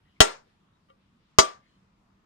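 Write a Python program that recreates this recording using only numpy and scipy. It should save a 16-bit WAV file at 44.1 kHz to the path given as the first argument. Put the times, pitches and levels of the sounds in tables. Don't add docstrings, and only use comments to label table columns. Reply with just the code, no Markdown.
import sys
import numpy as np
from scipy import signal
from scipy.io import wavfile
from scipy.ndimage import uniform_filter1d

SR = 44100
rng = np.random.default_rng(int(sys.argv[2]) if len(sys.argv) > 2 else 0)


def boost_factor(decibels):
    exponent = np.asarray(decibels, float) / 20
    return 10 ** exponent


def put_to_file(sound):
    columns = np.atleast_2d(sound).T
    safe = np.clip(columns, -1, 1)
    whole_steps = np.round(safe * 32767)
    wavfile.write(sys.argv[1], SR, whole_steps.astype(np.int16))


N = 99225
SPAN = int(.6 * SR)
RATTLE_RAD = 1.2

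# [f/Hz, level/dB]
SHADE = [(100, 0), (400, 0), (1000, -2), (2400, -4), (4400, -8), (8000, -12), (15000, -17)]


def read(table, hz):
    table = np.array(table, float)
    return np.interp(np.log(hz), np.log(np.maximum(table[:, 0], 1)), table[:, 1])


def unit(x):
    return x / np.sqrt(np.mean(x ** 2))


def walk(rate_hz):
    k = int(SR / rate_hz)
    held = np.repeat(rng.standard_normal(N + 1)[:N // k + 1], k)
    return 1.5 * uniform_filter1d(uniform_filter1d(held, k), k)[:N]


def band(x, hz, width_hz):
    edges_hz = np.clip([hz - width_hz / 2, hz + width_hz / 2], 5, .48 * SR)
    return signal.sosfilt(signal.butter(2, edges_hz, "band", fs=SR, output="sos"), x)


def add(out, x, at_s):
    i = int(at_s * SR)
    out[:, i:i + x.shape[1]] += x[:, :N - i]


def late_right(x):
    k = int(round(.00059 * SR))
    return np.array([x[0], np.r_[np.zeros(k), x[1, :len(x[1]) - k]]])


def air():
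    # [f/Hz, level/dB per Hz]
    spectrum = [(15, -42), (25, -12), (192, -6), (403, -20.5), (448, -26), (1360, -20.5), (1510, -26.5),
                (3730, -30), (14000, -56.5)]
    # [t/s, level/dB]
    hiss = [(0, 0.5), (0.499, 2), (0.798, -1), (1.702, 0.5), (1.9, -2), (2.25, -3)]
    # [t/s, level/dB]
    drone_level = [(0, -83.5), (.6, -86.5), (1.1, -83), (1.6, -85.5), (1.78, -67.5), (1.97, -75.5),
                   (2.25, -81.5)]
    t = np.arange(N) / SR
    hiss_db = np.interp(t, *np.array(hiss).T)
    swell = walk(1.3)
    out = 0
    for hz in 25 * 2 ** np.arange(0, 9.2, .5):
        mid, side = band(rng.standard_normal((2, N)), hz, hz * .4)
        level_db = read(spectrum, hz) + 1.4 * swell + 1.6 * walk(15) + (hz > 1500) * hiss_db
        pair = mid + min(hz / 700, 1.) * side * np.array([[1], [-1]])
        out = out + boost_factor(level_db) * pair * boost_factor(read(SHADE, hz) * np.array([[-.15], [.15]]))
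    drone = unit(band(rng.standard_normal(N), 191, 6.7))
    drone = drone * boost_factor(np.interp(t, *np.array(drone_level).T))
    return boost_factor(-71) * out / np.sqrt(np.mean(out.mean(0) ** 2)) + drone


def puff(length_s, db):
    n = int(length_s * SR)
    rumble = band(rng.standard_normal(SPAN), 72, 90)
    return boost_factor(db) * np.hanning(n) * unit(rumble)[-n:] * np.ones((2, 1))


def rustle(length_s, hz, db):
    c = rng.random((SPAN, 2))[:int(length_s * SR)]
    ticks = band((c[:, 0] < .02) * (c[:, 1] - .5), hz, 260)
    return boost_factor(db) * late_right(unit(ticks) * np.hanning(len(c)) ** .5 * boost_factor([[0], [-3]]))


def modes(hz, db, t60_s, rattle_rad=0., spread=1.):
    t = np.arange(SPAN // 2) / SR
    path = spread * rng.standard_normal((len(hz), 3))
    rings = np.exp(np.outer(2j * np.pi * hz - np.log(1000) / np.maximum(t60_s, .01), t))
    if rattle_rad:
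        shake = np.array([walk(100)[:SPAN] for _ in hz]).reshape(len(hz), 2, -1)
        depth = rattle_rad * np.outer(np.clip(hz / 4000, .45, 1), np.minimum(t / .02, 1))
        rings = rings * np.exp(depth * (.35 * shake[:, 0] + 1j * shake[:, 1]))
    left = boost_factor(db) * np.sign(path[:, 2])
    path_db = 4 * path[:, 0]
    path_rad = .77 * path[:, 1] * np.minimum(hz / 400, 1)
    right = left * boost_factor(read(SHADE, hz) + path_db) * np.exp(1j * path_rad)
    fade = np.minimum((t[-1] - t) / .05, 1)
    return late_right((np.array([left, right]) @ rings).imag * fade)


def touch(db):
    # [f/Hz, level/dB, t60/s]
    ring = [(538, -4, .14), (1174, 2, .15), (1400, -10, .08), (1933, -11, .1), (2200, -9, .06),
            (2800, -6, .05), (3095, -6, .05), (3900, -15, .04)]
    return boost_factor(db) * modes(*np.array(ring, float).T, .5 * RATTLE_RAD, .2)


def scatter():
    # [f/Hz, level/dB]
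    colour = [(200, -22.5), (430, -6), (1000, -6), (1800, -10.5), (3500, -13.5), (6000, -18), (9500, -32),
              (15000, -45)]
    # [f/Hz, t60/s]
    decay = [(200, .16), (500, .32), (1500, 0.39), (3500, .27), (6000, 0.52), (9000, 0.21), (15000, 0.21)]
    rise_s, end_s, shared = .01, .36, .32
    t = np.arange(SPAN) / SR
    out = 0
    for hz in 200 * 2 ** np.arange(0, 6.3, 1 / 3):
        n = rng.standard_normal((3, SPAN))
        share = 1 - (1 - shared) * min(hz / 400, 1)
        pair = band(np.sqrt(share) * n[0] + np.sqrt(1 - share) * n[1:], hz, hz * .26)
        fade_db = -60 * (t - .08) / read(decay, hz)
        end_db = -60 * (t / end_s * (hz / 2000) ** .12) ** 4
        env = (1 - np.exp(-t / rise_s)) * boost_factor(read(colour, hz) + fade_db + end_db)
        out = out + pair * env * boost_factor([[0], [read(SHADE, hz)]])
    return late_right(out / np.abs(out).max())


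def thud():
    t = np.arange(SPAN) / SR
    knock = boost_factor(-4 - 60 * t / .027) * np.sin(2 * np.pi * 180 * t)
    return knock - boost_factor(-60 * t / .032) * np.sin(2 * np.pi * 52 * t)


def chatter(length_s):
    n = int(.03 * SR)
    t, c = np.arange(n) / SR, rng.random((n, 2))
    hits = (c[:, 0] < .03) * (c[:, 1] - .3) * np.exp(-t / length_s)
    hits[0] = .9
    return hits / np.sqrt(np.sum(hits ** 2))


def clang(colour):
    # [f/Hz, t60/s]
    decay = [(200, 0.069), (1000, 0.058), (3000, 0.058), (8000, 0.11), (15000, 0.02)]
    c = rng.random((200, 3))
    hz = 150 * 103 ** ((np.arange(len(c)) + c[:, 0]) / len(c))
    t60_s = read(decay, hz) * (.8 + .5 * c[:, 1])
    density_db = 10 * np.log10(hz / 1000 / t60_s * .1)
    x = modes(hz, read(colour, hz) + density_db + 3 * c[:, 2], t60_s)
    return x / np.sqrt(np.mean(x[:, :900] ** 2))


def blow(row, ring, colour):
    _, clang_db, ring_db, thud_db, scatter_db, chatter_s = row
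    half = SPAN // 2
    metal = boost_factor(clang_db) * clang(colour)
    out = boost_factor(scatter_db) * scatter()
    out[:, :half] += signal.fftconvolve(metal, chatter(chatter_s)[None], axes=1)[:, :half]
    out[:, :half] += boost_factor(ring_db) * modes(*np.array(ring, float).T, RATTLE_RAD)
    return out + boost_factor(thud_db) * thud()


def scene():
    # [t/s, length/s, level/dB]
    puffs = [
        (0, .09, -64),
        (1.03, .1, -72),
    ]
    # [t/s, length/s, f/Hz, level/dB]
    rustles = [(.04, .07, 1950, -76), (.14, .06, 2180, -75), (.72, .06, 3800, -81), (.05, .04, 1300, -78),
               (.02, .16, 3000, -80), (.41, .1, 440, -73), (1.615, .08, 2170, -73), (1.63, .18, 3100, -80),
               (1.62, .11, 1850, -79), (1.62, .18, 4200, -81)]
    # [t/s, level/dB]
    touches = [
        (.887, -67),
        (.895, -66),
        (.9015, -56),
    ]
    # [t/s, clang/dB, ring/dB, thud/dB, scatter/dB, chatter/s]
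    blows = [
        (0.2043, -10.5, -17, -8, -17, 0.0033),
        (1.3856, -9.5, -18.5, -11.5, -17, 0.0032),
    ]
    # [f/Hz, level/dB, t60/s]
    ring_1 = [(430, -2, .19), (640, -4, .12), (800, 2, .12), (942, -4, .22), (1163, -7, .18),
              (1370, -5, .22), (2800, 2, .05), (3262, -1, .07), (1950, -3, .14), (5163, -4, .09),
              (6191, -7, .11), (6767, -8, .1), (7590, -3, .14), (8430, -18, .23)]
    ring_2 = [(390, -5, .19), (642, -4, .17), (932, -2, .15), (1172, 0, .27), (1320, -2, .13),
              (1453, -8, .13), (3250, -6, .14), (3946, -5, .11), (4231, -9, .13), (5160, -5, .09),
              (6019, -9, .12), (6192, -6, .11), (6771, -10, .12), (8452, -12, .18)]
    # [f/Hz, level/dB]
    colour_1 = [(150, -9), (450, -2.5), (800, 6.5), (1500, -2.5), (3000, 2), (5500, -2), (8500, -7),
                (15500, -27.5)]
    colour_2 = [(88, -43), (150, -11), (1090, 4), (1220, 7.5), (1570, -13.5), (1910, -3), (3550, -7.5),
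                (6110, -2), (15500, -42.5)]
    out = air()
    for row, ring, colour in zip(blows, (ring_1, ring_2), (colour_1, colour_2)):
        add(out, blow(row, ring, colour), row[0])
    for at_s, db in touches:
        add(out, touch(db), at_s)
    for at_s, length_s, hz, db in rustles:
        add(out, rustle(length_s, hz, db), at_s)
    for at_s, length_s, db in puffs:
        add(out, puff(length_s, db), at_s)
    return out


def band_limit(x):
    return signal.sosfilt(signal.butter(12, 15980, fs=SR, output="sos"), x)


def record(dry):
    drive, top_hz, settle_hz = 1.1, 15200, 3.5
    x = np.tanh(drive * dry) / np.tanh(drive)
    x = signal.sosfilt(signal.ellip(8, .2, 60, top_hz, fs=SR, output="sos"), x)
    x = signal.sosfilt(signal.butter(1, settle_hz, "high", fs=SR, output="sos"), x)
    return band_limit(np.clip(x, -1, 1))


dry = scene()
out = record(dry)
put_to_file(out)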